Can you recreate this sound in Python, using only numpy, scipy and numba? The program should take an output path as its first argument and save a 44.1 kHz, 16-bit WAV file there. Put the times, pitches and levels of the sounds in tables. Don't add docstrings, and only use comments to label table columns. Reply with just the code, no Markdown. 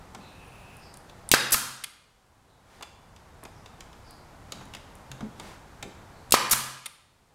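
import sys
import numpy as np
from scipy import signal
from scipy.fft import rfft, irfft
from scipy.io import wavfile
from scipy.ndimage import uniform_filter1d, map_coordinates
from numba import njit

SR = 44100
rng = np.random.default_rng(int(sys.argv[2]) if len(sys.argv) > 2 else 0)


def store_pcm(level_fs):
    pcm = np.round(np.clip(level_fs, -1, 1) * 32767).astype(np.int16)
    wavfile.write(sys.argv[1], SR, np.atleast_2d(pcm).T)


N = 323780
T = np.arange(SR // 2) / SR

# (trigger pulled [s], valve opens [s], driver lands [s], ring level before a common boost [dB])
SHOTS = [(1.2898, 1.315, 1.3388, 8), (6.3082, 6.3219, 6.3407, 10.5)]
# (exhaust opens [s], exhaust level [dB], safety tip snaps back [s])
RETURNS = [(1.52, 7.2, 1.8378), (6.5093, 8.3, 6.8583)]
# (frequency [Hz], relative level [dB], t60 [s])
HOUSING = [(1184, 0, .7), (1575, -6.5, .7), (4600, -7, .55), (4810, -7, .5), (5265, -6, .6),
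           (8604, -5, .45), (9960, -6, .45), (12322, -7, .4)]
# (frequency [Hz], relative level [dB], t60 [s])
FRAME = [(130.8, -0.5, .6), (212, -3.5, .25), (228, -6, 0.7), (270, -11, 0.27)]


def amp(db):
    return 10 ** (np.asarray(db) / 20)


def unit(x):
    return x / np.sqrt(np.mean(x ** 2) + 1e-20)


def along(points, hz):
    f, v = np.transpose(points)
    return np.interp(np.log(hz + 1), np.log(f + 1), v)


def add(track, s, sound):
    start = max(round(s * SR), 0)
    track[start:start + len(sound)] += sound[:max(N - start, 0)]


def noise(spectrum, size=len(T)):
    white = rfft(rng.standard_normal(size))
    colour = amp(along(spectrum, np.fft.rfftfreq(size, 1 / SR)))
    return unit(irfft(white * colour, size))


def resonant(peaks, size=len(T)):
    f = np.fft.rfftfreq(size, 1 / SR)
    body = 0
    for k, (hz, width, db) in enumerate(peaks):
        resonance = 1j * f * width / (hz * hz - f * f + 1j * f * width)
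        body = body + (-1) ** k * amp(db) * resonance
    return unit(irfft(rfft(rng.standard_normal(size)) * body, size))


def ring(modes):
    out = np.zeros(len(T))
    for hz, db, t60 in modes:
        decay = amp(db + rng.normal(0, 1) - 60 * T / t60)
        out += decay * np.sin(2 * np.pi * hz * T)
    return out


def burst(rise, hold, t60):
    return (1 - np.exp(-T / rise)) * amp(-60 * np.maximum(T - hold, 0) / t60)


def background():
    # (frequency [Hz], relative density [dB])
    air_colour = [(12, -36), (20, -3.5), (98, -0.5), (222, -8.5), (310, -12), (607, -12), (802, -9.5),
                  (1060, -12.5), (1570, -17), (2750, -26), (5080, -30), (6720, -31.5), (7310, -31.5),
                  (13200, -39.5), (16000, -49.5)]
    drift = map_coordinates(rng.standard_normal(64), [np.arange(N) / SR * 4])
    return amp(-49.5 + .4 * drift) * noise(air_colour, size=N)


def chirps():
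    # (time [s], middle pitch [Hz], level before distance and room [dB])
    calls = [(.191, 3900, -57), (.785, 4850, -56.5), (2.45, 3900, -61), (3.5, 5600, -65), (4.03, 4750, -57),
             (6.1, 4300, -66.5)]
    length_s, fall = .12, .13
    out = np.zeros(N)
    for s, middle_hz, db in calls:
        u = np.minimum(T / length_s, 1)
        waver = unit(uniform_filter1d(rng.standard_normal(len(T)), size=60))
        hz = middle_hz * (1 - fall * (u - .5)) * (1 + .07 * waver)
        add(out, s, amp(db) * np.sin(np.pi * u) * np.sin(2 * np.pi * np.cumsum(hz) / SR))
    return out


def leak():
    # (time [s], fundamental [Hz])
    pitch_path = [(.2, 4170), (.33, 4430), (.441, 4880), (.51, 4780), (.581, 5000), (.63, 4820),
                  (.72, 5030), (.79, 4650), (.92, 3800)]
    # (frequency [Hz], width [Hz], relative level [dB])
    hiss_peak = [(2606, 170, 0)]
    s, hz = np.transpose(pitch_path)
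    db = -64 + .006 * (hz - hz.max())
    t = np.arange(N) / SR
    flutter = unit(uniform_filter1d(rng.standard_normal(N), size=30))
    flicker = unit(uniform_filter1d(rng.standard_normal(N), size=900))
    phase = 2 * np.pi * np.cumsum(np.interp(t, s, hz) * (1 + .012 * flutter)) / SR
    second, third = np.sin(2 * phase), np.sin(3 * phase)
    whistle = amp(-4 + 3 * flicker) * (second + amp(-6) * third)
    hiss = amp(6.5) * resonant(hiss_peak, size=N)
    level = amp(np.interp(t, s, db, left=-150, right=-150))
    return level * (whistle + hiss)


def clicks(rows, steel_t60):
    # (frequency [Hz], width [Hz], relative level [dB])
    steel = [(1300, 250, -3.5), (2150, 260, 0), (2550, 400, 0.5), (3640, 450, 1), (4700, 600, -5),
             (6300, 1200, -10.5)]
    # (frequency [Hz], relative density [dB])
    wood_colour = [(60, -13.5), (200, -8), (450, -4), (750, 1), (1150, -2.5), (2500, -20), (8000, -57)]
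    out = np.zeros(N)
    for s, steel_db, wood_db, tick_db, tick_hz, length in rows:
        spot = [(hz * np.exp(rng.normal(0, 0.031)), width, db + rng.normal(0, 1)) for hz, width, db in steel]
        tick = noise([(tick_hz / 4, -30), (tick_hz * .8, -8), (tick_hz, 0),
                      (tick_hz * 1.2, -7), (tick_hz * 1.5, -18), (tick_hz * 2, -25)])
        add(out, s, amp(steel_db) * resonant(spot) * burst(rise=0.00015, hold=length, t60=steel_t60))
        add(out, s, amp(tick_db) * tick * burst(rise=.0002, hold=length, t60=0.011))
        add(out, s, amp(wood_db) * noise(wood_colour) * burst(rise=0.00028, hold=length, t60=0.067))
    return out


def taps():
    # (time [s], steel level [dB], knock level [dB], rattle hold [s])
    nose_taps = [(.1472, -43, -43.5, .0046), (1.096, -47.5, -70, .001), (2.8095, -44, -34, .0025),
                 (2.8248, -33, -35.5, .0074), (3.162, -46, -62, .0035), (3.43, -55, -40, .0015),
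                 (3.4515, -41.5, -40, .0029), (3.6594, -47.5, -49, .004), (3.8061, -39.5, -53, .002),
                 (3.9293, -52, -62, .002), (4.521, -33, -40.5, .0025), (4.61, -55, -44, .005),
                 (4.7365, -41, -52, .003), (4.749, -38.5, -44, .0027), (4.7675, -47, -54, .002),
                 (5.1156, -37, -45, .0018), (5.2069, -46.5, -37.5, .003), (5.3975, -39, -40, .0029),
                 (5.8265, -36.5, -39.5, .0042)]
    # (time [s], tick level [dB], tick pitch [Hz])
    tip_catches = [(.7678, -49.5, 10000), (.9404, -41.5, 8500), (.9708, -43, 9500), (3.4364, -39.5, 10200),
                   (4.1079, -46, 9450), (4.6541, -49, 8000), (4.953, -48.5, 9400)]
    # (frequency [Hz], relative density [dB])
    crack_colour = [(1000, -37), (4000, -4.5), (7000, -0.5), (9000, 0), (12000, -5), (15500, -13.5)]
    tap_hz, catch_s = 6800, .0013
    out, rows = np.zeros(N), []
    for s, db, wood_db, length in nose_taps:
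        bright_db = db + .35 * (db + 20)
        rows.append((s, db, wood_db, bright_db, tap_hz, length))
        add(out, s, amp(bright_db) * noise(crack_colour) * burst(rise=.0001, hold=length / 2, t60=.008))
    for s, db, hz in tip_catches:
        rows.append((s, db - 15, db - 21, db, hz, catch_s))
    return out + clicks(rows, steel_t60=.031)


def handling():
    # (time [s], tone level [dB], shudder level [dB], resonance [Hz], hold [s])
    bumps = [(.149, -51.5, -52.5, 199.4, .047), (3.432, -58, -48, 200, .02), (4.531, -54, -50.5, 132, .11),
             (5.101, -38.5, -50.5, 128, .035), (5.207, -39, -39, 128.5, .034),
             (5.216, -34, -46, 212.4, .037), (5.828, -48, -45.5, 206.5, .052)]
    # (middle [s], level [dB])
    slides = [(2.759, -48.5), (4.578, -55.5), (5.47, -48.5)]
    # (frequency [Hz], relative density [dB])
    rub_colour = [(100, 5), (900, 6), (2500, -2), (6000, -7.5), (11000, -13.5), (15500, -24)]
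    slide_half_s = .088
    out = taps()
    for s, tone_db, shudder_db, hz, length in bumps:
        shudder = noise([(hz / 3, -10), (hz, 0), (hz * 2, -3), (hz * 5, -24), (hz * 20, -70)])
        thud = amp(tone_db) * np.sin(2 * np.pi * hz * T) + amp(shudder_db) * shudder
        add(out, s, thud * burst(rise=.004, hold=length, t60=.18))
    for middle, db in slides:
        swell = np.exp(-(T / slide_half_s - 2) ** 2)
        add(out, middle - 2 * slide_half_s, amp(db) * noise(rub_colour) * swell)
    return out


def latches():
    # (steel level [dB], knock level [dB], tick level [dB], tick pitch [Hz], rattle hold [s])
    trigger_pull = (-42.5, -54, -28.5, 8850, .001)
    trigger_release = (-17, -40, -11, 10500, .0045)
    tip_snap = (-15, -36, -14.5, 9400, .0074)
    release_lead_s = .013
    rows = [(pulled, *trigger_pull) for pulled, *_ in SHOTS]
    housing = np.zeros(N)
    for opens, _, snaps_back in RETURNS:
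        rows.append((opens - release_lead_s, *trigger_release))
        rows.append((snaps_back, *tip_snap))
        add(housing, snaps_back, amp(-47) * ring(HOUSING))
    return housing + clicks(rows, steel_t60=.022)


def returning():
    # (frequency [Hz], relative density [dB])
    exhaust_colour = [(30, -6), (130, -6), (350, -14.5), (700, -11.5), (1200, -9.5), (2200, -10),
                      (3000, -11.5), (5700, -3.5), (9000, -0.5), (12000, -0.5), (15000, -7.5),
                      (16000, -15.5)]
    puff_colour = [(20, -3), (45, 0), (100, -6), (300, -28.5), (1000, -69.5)]
    stop_colour = [(60, -14), (150, -7.5), (400, -20), (850, -9), (1200, 4.5), (2000, -5), (4500, -5.5),
                   (8000, -13.5), (15000, -25)]
    return_s = .0222
    out = np.zeros(N)
    for opens, air_db, _ in RETURNS:
        stops, knock_db = opens + return_s, air_db - 1.6
        jet = burst(rise=0.00096, hold=return_s, t60=.035) * amp(-110 * T)
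        add(out, opens, amp(air_db) * jet * (noise(exhaust_colour) + amp(-21.5) * noise(puff_colour)))
        add(out, stops, amp(knock_db) * noise(stop_colour) * burst(rise=0.00025, hold=.004, t60=0.02))
        add(out, stops, amp(knock_db - 24) * ring(FRAME))
        add(out, stops, amp(knock_db - 30) * ring(HOUSING))
    return out


def firing():
    # (frequency [Hz], relative level [dB], t60 [s])
    brad_modes = [
        [(1600, 0, .022), (1780, -2, 0.018), (2020, -7.5, 0.022), (2450, -12, .018), (3780, -5, .026),
         (4880, -3, .024)],
        [(1039, -2, .028), (1210, -1, 0.026), (2040, -13, .02), (3120, -15, .018), (4550, -9, 0.022),
         (5420, -9.5, .018)],
    ]
    # (frequency [Hz], relative density [dB])
    valve_colour = [(40, -2), (200, 0.5), (600, -10.5), (1100, -17), (1900, -8.5), (2900, 2), (5500, 0),
                    (9000, 0.5), (13000, -3.5), (15500, -7.5)]
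    fill_colour = [(40, -1.5), (200, -5), (600, -12.5), (1600, -17.5), (2600, -2.5), (4200, -1.5),
                   (8000, -4), (15500, -9)]
    blow_colour = [(24, -40.5), (40, -15), (382, -22.5), (503, -13), (615, -17.5), (1120, -1.5), (1370, -2),
                   (2570, -2.5), (3300, -6.5), (4800, -4.5), (6330, -9.5), (12500, -13), (16000, -29.5)]
    valve_db, blow_db = 3.3, 10.4
    out = np.zeros(N)
    for (_, opens, lands, ring_db), modes in zip(SHOTS, brad_modes):
        add(out, opens, amp(valve_db) * noise(valve_colour) * burst(rise=0.00085, hold=0.0027, t60=.012))
        inflow = burst(rise=.002, hold=lands - opens, t60=.01) * amp(-190 * T)
        add(out, opens, amp(valve_db - 10.5) * noise(fill_colour) * inflow)
        u = (T - .0009) / .00037
        add(out, lands - .0003, amp(blow_db + 3.8) * u * np.exp(-u * u / 2))
        add(out, lands + .0006, amp(blow_db) * noise(blow_colour) * burst(rise=.0004, hold=.007, t60=.033))
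        add(out, lands + 0.00054, amp(ring_db + 6) * ring(modes))
        add(out, lands, amp(blow_db - 26.5) * ring(FRAME))
    return out


def room(x):
    # (frequency [Hz], t60 [s])
    room_t60 = [(100, .7), (400, 0.77), (1300, 0.69), (4000, 0.69), (8000, 0.53), (14000, .38)]
    # (frequency [Hz], relative level [dB])
    room_colour = [(50, -16), (150, -2.5), (400, -4.5), (700, -1), (1300, -1), (5000, -1), (9000, -1.5),
                   (15000, -3)]
    hz, t, z = signal.stft(rng.standard_normal(SR + SR // 2), SR, nperseg=256)
    decay = amp(along(room_colour, hz)[:, None] - 60 * t / along(room_t60, hz)[:, None])
    tail = signal.istft(z * decay, SR, nperseg=256)[1]
    tail = tail * (1 - np.exp(-np.arange(len(tail)) / SR / 0.0034))
    return signal.fftconvolve(x, tail / np.linalg.norm(tail))[:N]


def shot_echo(count=3):
    paths = [room(amp(-4.5) * firing() + amp(-7.5) * returning()) for _ in range(count)]
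    return sum(paths) / np.sqrt(count)


def scene():
    far, contacts, snaps = chirps(), handling(), latches()
    near = firing() + returning() + snaps + contacts + leak()
    echo = shot_echo() + room(amp(-13.5) * snaps + amp(-9) * contacts + far)
    return (near + amp(-3) * far + echo + background())[None]


@njit
def ducking(excess, attack, release, ease):
    out, cut = np.zeros(len(excess)), 0.0
    for i in range(len(excess)):
        if excess[i] > cut:
            cut += (excess[i] - cut) * attack
        else:
            cut -= release * cut / (cut + ease)
        out[i] = cut
    return out


def record(dry):
    x = dry[0]
    power = signal.lfilter([1 / 64], [1, 1 / 64 - 1], x * x)
    threshold_db, attack_s, release_db_per_s, ease_db = -12.4, .0005, 17, 5.83
    excess = 10 * np.log10(power + 1e-12) - threshold_db
    x = x * amp(-ducking(excess, 1 / (attack_s * SR), release_db_per_s / SR, ease_db))
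    x = x + amp(-71) * noise([(100, 6), (2000, 0), (9000, -3.5), (16000, -15)], size=N)
    ceiling, top_hz = .64, 16000
    x = ceiling * np.tanh(x / ceiling)
    low_pass = 1 / (1 + (np.fft.rfftfreq(N, 1 / SR) / top_hz) ** 110)
    return irfft(rfft(x) * low_pass, N)[None]


dry = scene()
out = record(dry)
store_pcm(out)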